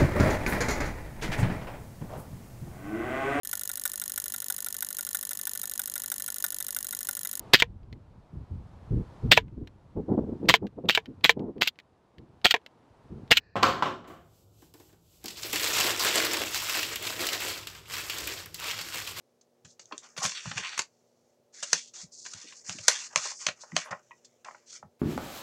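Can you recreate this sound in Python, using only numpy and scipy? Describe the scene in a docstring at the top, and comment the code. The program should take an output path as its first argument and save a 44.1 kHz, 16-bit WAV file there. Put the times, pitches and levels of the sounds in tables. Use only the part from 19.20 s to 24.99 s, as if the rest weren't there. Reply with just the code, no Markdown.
"""A large picture book is lowered and its stiff pages are turned, close to a desk microphone in a small room.
A faint hum and a fan sound throughout. In the first second and a half the book settles with soft thumps,
fingers knock on the cover and paper rustles. After a pause, sheets slide over each other in dense tiny
slips and snap as they buckle, loudest from 2.5 to 4 s, while the swinging pages push puffs of air.
Last, the pages are smoothed down amid more knocks and a few hollow taps as the grip shifts."""
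import sys
import numpy as np
from scipy import signal
from scipy.fft import rfft, irfft
from scipy.io import wavfile
from scipy.ndimage import uniform_filter1d

SR = 44100
rng = np.random.default_rng(int(sys.argv[2]) if len(sys.argv) > 2 else 0)


def int16_out(signal):
    """Quantize to a 16-bit WAV file."""
    q = np.round(np.clip(np.atleast_2d(signal).T, -1, 1) * 32767)
    wavfile.write(sys.argv[1], SR, q.astype(np.int16))


N = 255542
TIME = np.arange(N) / SR


def amp(db):
    """Decibels to amplitude ratio."""
    return 10 ** (np.asarray(db) / 20)


def unit(x):
    """Normalise to an rms of one."""
    return x / np.sqrt(np.mean(x ** 2))


def with_energy(x, ms, db):
    """Energy is power times duration: give x that of a level db held for ms."""
    return x * amp(db) * np.sqrt(ms * SR / 1000 / np.sum(x ** 2))


def add(track, start_s, sound):
    """Superpose a sound on the track."""
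    start = int(start_s * SR)
    track[start:start + len(sound)] += sound[:N - start]


def band(x, low_hz, high_hz):
    """Butterworth band-pass filter."""
    return signal.sosfilt(signal.butter(3, [low_hz, high_hz], "band", fs=SR, output="sos"), x)


def colour(x, spectrum, size=2048):
    """Minimum-phase filter through the given (Hz, dB) points."""
    hz, db = np.transpose(spectrum)
    grid_hz = np.maximum(np.arange(size // 2 + 1) * SR / size, 1)
    gain = amp(np.interp(np.log(grid_hz), np.log(hz), db))
    cepstrum = irfft(np.log(gain))
    cepstrum[1:size // 2] *= 2
    cepstrum[size // 2 + 1:] = 0
    impulse_response = irfft(np.exp(rfft(cepstrum)))
    return signal.fftconvolve(x, impulse_response)[:len(x)]


def moving_high_pass(x, cutoff_hz, db_per_octave=50, floor_db=-26):
    """Time-varying filter: attenuate what lies below a moving cutoff."""
    hz, t, frames = signal.stft(x, SR, nperseg=256)
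    octaves_below = np.log2(np.interp(t, TIME, cutoff_hz) / np.maximum(hz, 1)[:, None])
    gain = amp(np.clip(-db_per_octave * octaves_below, floor_db, 0))
    return signal.istft(frames * gain, SR)[1][:N]


def wander(rate_hz):
    """Smooth random modulation with a spread near one."""
    hold = int(SR / rate_hz)
    steps = np.repeat(rng.standard_normal(N // hold + 1), hold)
    return uniform_filter1d(steps, hold)[:N]


def burst(ms, rise_fraction, tail_db, tail_ms, size=4096):
    """Transient excitation: a run of tiny uneven cracks with a weak exponential tail."""
    t_ms = np.arange(size) / SR * 1000
    attack = 1 - np.exp(-t_ms / (rise_fraction * ms))
    decay = np.exp(-(t_ms / ms) ** 2) + amp(tail_db) * np.exp(-t_ms / tail_ms)
    return attack * decay * rng.standard_normal(size) * amp(3 * rng.standard_normal(size))


# Partials of the hum. Each row: frequency in Hz, mean level in dB.
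HUM_PARTIALS = [(119, -88.5), (240, -79), (357, -81), (472, -82.5), (585, -82.5)]
# Spectrum of the fan and room air. Each row: frequency in Hz, relative level in dB.
FAN_SPECTRUM = [(30, -30), (60, -15), (120, -3.5), (300, -8.5), (400, -0.5), (560, -0.5), (750, -6.5),
                (1000, -14.5), (1700, -21.5), (3200, -24), (6300, -22), (9000, -29), (16000, -32)]
def hum_and_fan(waver_db=3.0, fan_db=-71):
    """Tones over broadband noise: a hum, modulated in amplitude and phase, and a steady fan."""
    hum = 0
    for hz, db in HUM_PARTIALS:
        peak = np.sqrt(2) * amp(db + waver_db * wander(8.8))
        hum += peak * np.sin(2 * np.pi * hz * TIME + 0.5 * wander(20))
    fan = unit(colour(rng.standard_normal(N), FAN_SPECTRUM))
    return hum + fan * amp(fan_db + 0.61 * wander(2.6))


def room(x, wet_db=-7.5, t60_s=0.11, gap_s=0.0042):
    """Reverberation: desk and walls return a short tail, weak in the bass and the top treble."""
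    t = np.arange(20000) / SR
    onset = np.clip(t / gap_s - 1, 0, 1)
    tail = rng.standard_normal(len(t)) * amp(-60 * t / t60_s) * onset
    tail = colour(tail / np.sqrt(np.sum(tail ** 2)), [(150, -6), (500, -0.5), (7000, -3), (14000, -10)])
    return x + amp(wet_db) * signal.fftconvolve(x, tail)[:N]


# Soft bumps of the book and puffs of air. Each row: start in seconds, relative level in dB, pitch in Hz.
BOOK_THUMPS = [(0.442, -53.5, 126), (.718, -46, 327), (.971, -46.5, 147), (1.043, -40, 125),
               (1.252, -35, 106), (1.303, -47, 144.3), (1.351, -40.5, 113.4), (1.381, -50, 447),
               (1.386, -50, 123), (2.53, -51, 176), (2.829, -50, 109), (3.141, -52.5, 135),
               (3.235, -55.5, 286), (3.485, -45, 134), (3.543, -48.5, 187), (3.587, -49.5, 106),
               (3.956, -48.5, 126), (4.275, -48.5, 128.1), (4.522, -38, 159), (4.561, -47.5, 175),
               (4.706, -45, 133), (5.63, -50.5, 113.7)]
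def book_thumps(rise_s=0.0078, decay_s=0.015, rumble=1.4, gain_db=-3):
    """Damped oscillation: the book sways for a few cycles, with a rumble of displaced air."""
    out = np.zeros(N)
    t = np.arange(8192) / SR
    envelope = (1 - np.exp(-t / rise_s)) ** 2 * np.exp(-t / decay_s)
    for start, db, hz in BOOK_THUMPS:
        sway = np.sin(2 * np.pi * hz * t)
        air = unit(band(rng.standard_normal(len(t)), .7 * hz, 1.6 * hz))
        add(out, start, with_energy(envelope * (sway + rumble * air), ms=30, db=db + gain_db))
    return out


def resonate(force, modes):
    """Modal superposition: each mode answers the force as a damped resonator."""
    return sum(amp(db) * signal.lfilter(*signal.iirpeak(hz, hz / width, fs=SR), force)
               for hz, width, db in modes)


# Modes of the cover. Each row: frequency in Hz, bandwidth in Hz, gain in dB.
COVER_MODES = [(606, 280, 0.5), (620, 59, 1.5), (807, 128, 9), (1055, 320, 11.5), (1270, 130, 0.5),
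               (1740, 84, 0), (1867, 250, -0.5), (2460, 240, -27)]
# Fingers and pages meet the cover.
# Each row: start in seconds, contact time in ms, level in dB, upper limit of the excitation in Hz.
COVER_KNOCKS = [(.711, 5, -44.5, 1500), (.722, 5.6, -36, 3600), (1.015, 12, -36.5, 1080),
                (1.034, 18, -34.5, 1260), (1.255, 6.4, -40.5, 1310), (1.314, 2.9, -32.5, 2230),
                (1.385, 6.5, -51, 895), (4.05, 12.6, -39.5, 1490), (4.117, 4.4, -42.5, 2190),
                (4.433, 9.5, -47, 2110), (4.707, 17, -37.5, 2300), (4.724, 11.7, -33, 2060),
                (5.25, 27, -48.5, 2500), (5.282, 8.1, -39.5, 2190), (5.309, 4.3, -45.5, 2400),
                (5.345, 6.9, -47, 2180), (5.627, 3.9, -41.5, 1793)]
def cover_knocks():
    """Impact excitation: the softer the contact, the lower the cover modes it reaches."""
    out = np.zeros(N)
    for start, ms, db, top_hz in COVER_KNOCKS:
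        force = band(burst(ms, rise_fraction=.24, tail_db=-18, tail_ms=15), top_hz / 4, top_hz)
        add(out, start, with_energy(resonate(force, COVER_MODES), ms, db))
    return out


# Modes of a hollow tap. Each row: frequency in Hz, bandwidth in Hz, gain in dB.
HOLLOW_MODES = [(1005, 75, 2.5), (1944, 91, 1.5), (2429, 220, -13)]
# Taps of the shifting grip. Each row: start in seconds, contact time in ms, level in dB.
GRIP_TAPS = [(4.517, 4.6, -45), (4.908, 3.7, -45), (4.914, 4.6, -45), (4.926, 3, -59)]
def grip_taps():
    """Resonance: light contacts ring a few narrow modes, which sound hollow."""
    out = np.zeros(N)
    for start, ms, db in GRIP_TAPS:
        force = band(burst(ms, rise_fraction=.2, tail_db=-20, tail_ms=7), 800, 2700)
        add(out, start, with_energy(resonate(force, HOLLOW_MODES), ms, db))
    return out


# Airy sizzle of a page's edge. Each row: frequency in Hz, relative level in dB.
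SIZZLE_SPECTRUM = [(5000, -27), (8500, 4.5), (10000, 8), (13000, -8), (15000, -13.5), (16500, -28)]
# A page grazes its neighbour. Each row: start in seconds, duration in ms, level in dB.
EDGE_GRAZES = [(.966, 43, -58), (1.028, 44, -47.5), (1.574, 32, -52), (3.681, 4.1, -26.5), (3.7, 30, -54),
               (4.645, 30, -65)]
def edge_grazes():
    """Friction of cut edges: they catch on each other in a run of very fine cracks."""
    out = np.zeros(N)
    for start, ms, db in EDGE_GRAZES:
        cracks = burst(ms, rise_fraction=.074, tail_db=-19.5, tail_ms=18, size=16384)
        add(out, start, with_energy(colour(cracks, SIZZLE_SPECTRUM), ms, db))
    return out


# Spectra of a snap's crack and of the sheet's body. Each row: frequency in Hz, relative level in dB.
CRACK_SPECTRUM = [(2000, -22), (3300, -10.5), (4400, -5), (5500, -2), (6500, 2.5), (7300, -3.5),
                  (8300, -11), (10000, -31), (15000, -65)]
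BODY_SPECTRUM = [(40, -29.5), (110, -6.5), (350, 0.5), (800, -5), (1400, 1), (1600, 0.5), (1850, 1.5),
                 (2200, -2.5), (2600, 3), (3400, -5.5), (4600, -4), (12000, -61)]
# A buckled span rings at its lowest mode and about an octave above, and radiates little below.
# Each row: multiple of the lowest mode, gain in dB.
SPAN_RESPONSE = [(.3, -12), (.68, -15.5), (.95, 3.5), (1.1, 1), (1.4, -3.5), (2, 0.5), (2.4, -1.5)]
# A sheet buckles or its edge flicks.
# Each row: start in seconds, duration in ms, crack level in dB, body level in dB, lowest mode in Hz.
PAGE_SNAPS = [(.211, 8.1, -60, -100, 900), (0.447, 15, -54.5, -58.5, 800), (.594, 8.3, -48, -51.5, 604),
              (.656, 2.2, -47.5, -80, 2000), (.721, 10, -58.5, -43, 500), (.779, 1.54, -32, -65, 1770),
              (0.965, 7.2, -49.5, -44.5, 594), (0.976, 10.5, -39, -37.5, 560), (1.024, 50, -32, -40.5, 523),
              (1.051, 4.8, -30.5, -26.5, 545), (1.061, 1.5, -22, -31.5, 700),
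              (1.119, 3.3, -39, -36.5, 1090), (1.313, 7.3, -50, -35.5, 900),
              (1.378, 5.5, -33.5, -29.5, 970), (1.577, 6.2, -34, -32, 940), (1.5912, 5.8, -25.5, -24, 965),
              (1.619, 1.3, -30, -55.5, 2010), (2.426, 14.8, -32.5, -38, 606), (2.53, 4.7, -14.5, -21, 554),
              (2.736, 18, -50.5, -65, 1300), (3.051, 11, -46, -50.5, 980), (3.061, 9.6, -41, -43.5, 830),
              (3.135, 5.2, -37.5, -45.5, 680), (3.323, 6.1, -60, -47, 890), (3.495, 0.64, -22.5, -22, 695),
              (3.585, 7.7, -45, -42.5, 590), (3.681, 6.1, -11.5, -17.5, 504), (3.959, 2.4, -15.5, -15, 575),
              (3.9762, 1.4, -23, -38, 900), (4.2659, 4.1, -22, -21.5, 630), (4.284, 8.6, -40.5, -28.5, 615),
              (4.5651, 3.3, -21, -17.5, 626), (4.708, 12.7, -46, -62, 900), (5.046, 12, -53, -90, 895),
              (5.246, 5.7, -50.5, -46.5, 800)]
def page_snaps(sizzle_offset_db=-21.5, sizzle_db_per_db=1.3):
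    """Buckling releases elastic energy: a sharp crack, the sound of the whole sheet and an edge sizzle."""
    out = np.zeros(N)
    bend_hz = np.geomspace(1100, 9000, 20)
    for start, ms, crack_db, body_db, lowest_hz in PAGE_SNAPS:
        span = [(multiple * lowest_hz, db) for multiple, db in SPAN_RESPONSE]
        bend_db = 2 * rng.standard_normal(len(bend_hz))  # each bend has resonances of its own
        bend_db[0] = 0  # the slow motion of the whole sheet stays the same
        bend = np.column_stack([bend_hz, bend_db])
        sizzle_db = sizzle_offset_db + sizzle_db_per_db * crack_db
        parts = [(CRACK_SPECTRUM, ms, crack_db), (BODY_SPECTRUM, ms, body_db),
                 (SIZZLE_SPECTRUM, ms / 2, sizzle_db)]  # the sizzle dies first
        for spectrum, burst_ms, db in parts:
            cracks = burst(burst_ms, rise_fraction=.09, tail_db=-19.5, tail_ms=17)
            ringing = colour(colour(cracks, bend), span)
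            add(out, start, with_energy(colour(ringing, spectrum), ms, db))
    return out


# Paper slides over paper or under a hand. Each row: start in seconds, duration in seconds,
# relative hiss level in dB, relative sheet level in dB, sheet resonance in Hz,
# swell from start to end in dB, lower cutoff of the hiss at mid-stroke in Hz.
PAGE_STROKES = [(0.44, .072, -61, -83, 2480, 5, 3300), (.588, .03, -52, -66, 1194, -9.5, 3305),
                (.65, .15, -64, -71, 1703, 4.5, 4800), (0.81, 0.055, -55.5, -53, 1439, 3, 3790),
                (0.869, 0.1, -62.5, -67.5, 1143, -11.5, 5160), (0.959, .065, -42, -44, 1592, -4, 3380),
                (1.013, 0.092, -38, -42.5, 2318, -7, 3030), (1.089, .18, -45, -48, 2699, -5, 3194),
                (1.127, .052, -59, -35.5, 3308, 7, 2986), (1.232, .18, -47.5, -46.5, 2330, .5, 2998),
                (1.348, 0.027, -43.5, -38.5, 2000, 8, 3000), (1.41, .135, -46.5, -38, 2120, -3.5, 3500),
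                (1.551, .038, -45.5, -40, 2530, -1.5, 3500), (1.663, 0.49, -79.5, -90, 2820, -4, 4000),
                (2.319, .21, -48, -57, 2389, 7.5, 3575), (2.508, .085, -39.5, -47, 2705, -7, 2700),
                (2.585, .10, -50.5, -69, 3102, -8.5, 2696), (2.724, .1, -46.5, -58, 1698, 9, 3297),
                (2.905, 0.21, -49.5, -89.5, 3175, 3, 4110), (3.075, .26, -52, -59.5, 2005, -1, 3005),
                (3.253, 0.035, -59.5, -51, 3210, -4, 2990), (3.329, .085, -51.5, -69, 1690, -4, 4420),
                (3.424, .065, -48, -62.5, 1905, 19.5, 4355), (3.489, 0.38, -44.5, -57, 1900, 3.5, 3677),
                (3.668, 0.16, -37.5, -40, 2283, -17.5, 3014), (3.884, 0.076, -56.5, -55, 1196, 9, 4963),
                (3.948, 0.17, -39, -46, 1786, 1.5, 3440), (4.124, 0.097, -44.5, -78.5, 2788, 2, 5000),
                (4.18, .11, -41.5, -48.5, 1972, -0.5, 4200), (4.34, .22, -63, -66, 1409, 6, 4500),
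                (4.388, 0.037, -48, -69.5, 1293, 2.5, 3612), (4.545, .09, -41.5, -43, 1904, -13, 2870),
                (4.634, 0.056, -64, -45.5, 1182, -0.5, 2916), (4.723, .085, -68.5, -59, 1002, -8.5, 4510),
                (4.801, .42, -73, -79.5, 2203, -5, 5200), (5.239, .22, -64.5, -68, 1299, -17, 4200),
                (5.443, .12, -54, -63.5, 2697, 20.5, 3830)]
def stroke_envelopes(attack_s=0.027, hiss_fall_db_per_s=482.5, sheet_fall_db_per_s=620.5, lift_octaves=.23):
    """Incoherent sources add in power: return hiss and sheet gains, power-weighted resonance and cutoff."""
    hiss_sum = sheet_sum = resonance_sum = cutoff_sum = 0
    for start, duration, hiss_db, sheet_db, resonance_hz, swell_db, cutoff_hz in PAGE_STROKES:
        t = TIME - start
        from_middle = np.clip(t / duration, 0, 1) - .5
        envelope = np.clip(t / attack_s, 0, 1) ** 2 * amp(swell_db * from_middle)
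        since_end = np.clip(t - duration, 0, 1)
        hiss_power = (envelope * amp(hiss_db - hiss_fall_db_per_s * since_end)) ** 2 + 1e-18
        sheet_power = (envelope * amp(sheet_db - sheet_fall_db_per_s * since_end)) ** 2 + 1e-18
        lift = 2 ** (lift_octaves * (2 * from_middle) ** 2)  # the hiss thins at a stroke's slow ends
        hiss_sum += hiss_power
        sheet_sum += sheet_power
        cutoff_sum += hiss_power * cutoff_hz * lift
        resonance_sum += sheet_power * resonance_hz
    return np.sqrt(hiss_sum), np.sqrt(sheet_sum), resonance_sum / sheet_sum, cutoff_sum / hiss_sum


def fibre_slips(per_second=2200, scatter_db=1.5, smooth_rub=.5):
    """Stick-slip friction: fibres catch and let go in tiny uneven clicks over a smooth rub."""
    slipping = rng.random(N) < per_second / SR
    sizes = amp(scatter_db * np.minimum(rng.exponential(size=N), 5))
    clicks = unit(slipping * sizes * rng.choice([-1, 1], N))
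    return unit(clicks + smooth_rub * rng.standard_normal(N))


def sliding_pages(octaves_below=.78, octaves_above=.86, pressure_db=1.3, flutter_db=2.0, patchy_db=3.5):
    """Forced vibration: slips hiss at the surface and shake the sheet, whose resonance moves as it bends."""
    hiss_gain, sheet_gain, resonance_hz, cutoff_hz = stroke_envelopes()
    resonance_hz *= 2 ** (.15 * wander(22))
    pressing_db = pressure_db * wander(26)
    friction = fibre_slips() * amp(pressing_db + flutter_db * wander(170))
    band_edges = np.geomspace(300, 7600, 15)
    sheet = power = 0
    for low, high in zip(band_edges, band_edges[1:]):
        octaves_off = np.log2(np.sqrt(low * high) / resonance_hz)
        width = np.where(octaves_off < 0, octaves_below, octaves_above)
        weight = np.exp(-.5 * (octaves_off / width) ** 2)
        sheet += unit(band(friction, low, high)) * weight * amp(patchy_db * wander(27))
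        power += weight ** 2
    sheet = unit(sheet / np.sqrt(power))
    return surface_hiss(friction, cutoff_hz) * hiss_gain * amp(-0.5) + sheet * sheet_gain * amp(-1)


# Hiss of rubbed paper. Each row: frequency in Hz, relative level in dB.
HISS_SPECTRUM = [(1500, -12), (3000, -2.5), (3800, -4), (5200, 1.5), (6300, 4.5), (7200, 2.5), (8200, -9),
                 (10000, -24.5), (12500, -44), (16000, -60)]
def surface_hiss(friction, cutoff_hz):
    """Friction noise: the paper's surface radiates a treble band with a moving lower edge."""
    return unit(moving_high_pass(colour(friction, HISS_SPECTRUM), cutoff_hz))


def scene():
    """Superposition: the book and its reverberation over the hum and fan, in one channel."""
    book = sliding_pages() + page_snaps() + edge_grazes() + cover_knocks() + grip_taps() + book_thumps()
    return (room(book) + hum_and_fan())[None]


def record(dry, low_cut_hz=72, ceiling=.85, high_cut_hz=16000):
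    """Band limiting and overload: the microphone drops deep bass, clips extreme peaks and cuts the top."""
    low_cut = signal.butter(3, low_cut_hz, "high", fs=SR, output="sos")
    high_cut = signal.ellip(8, .2, 70, high_cut_hz, fs=SR, output="sos")
    clipped = np.clip(signal.sosfilt(low_cut, dry), -ceiling, ceiling)
    return signal.sosfilt(high_cut, clipped)


dry = scene()
out = record(dry)
int16_out(out)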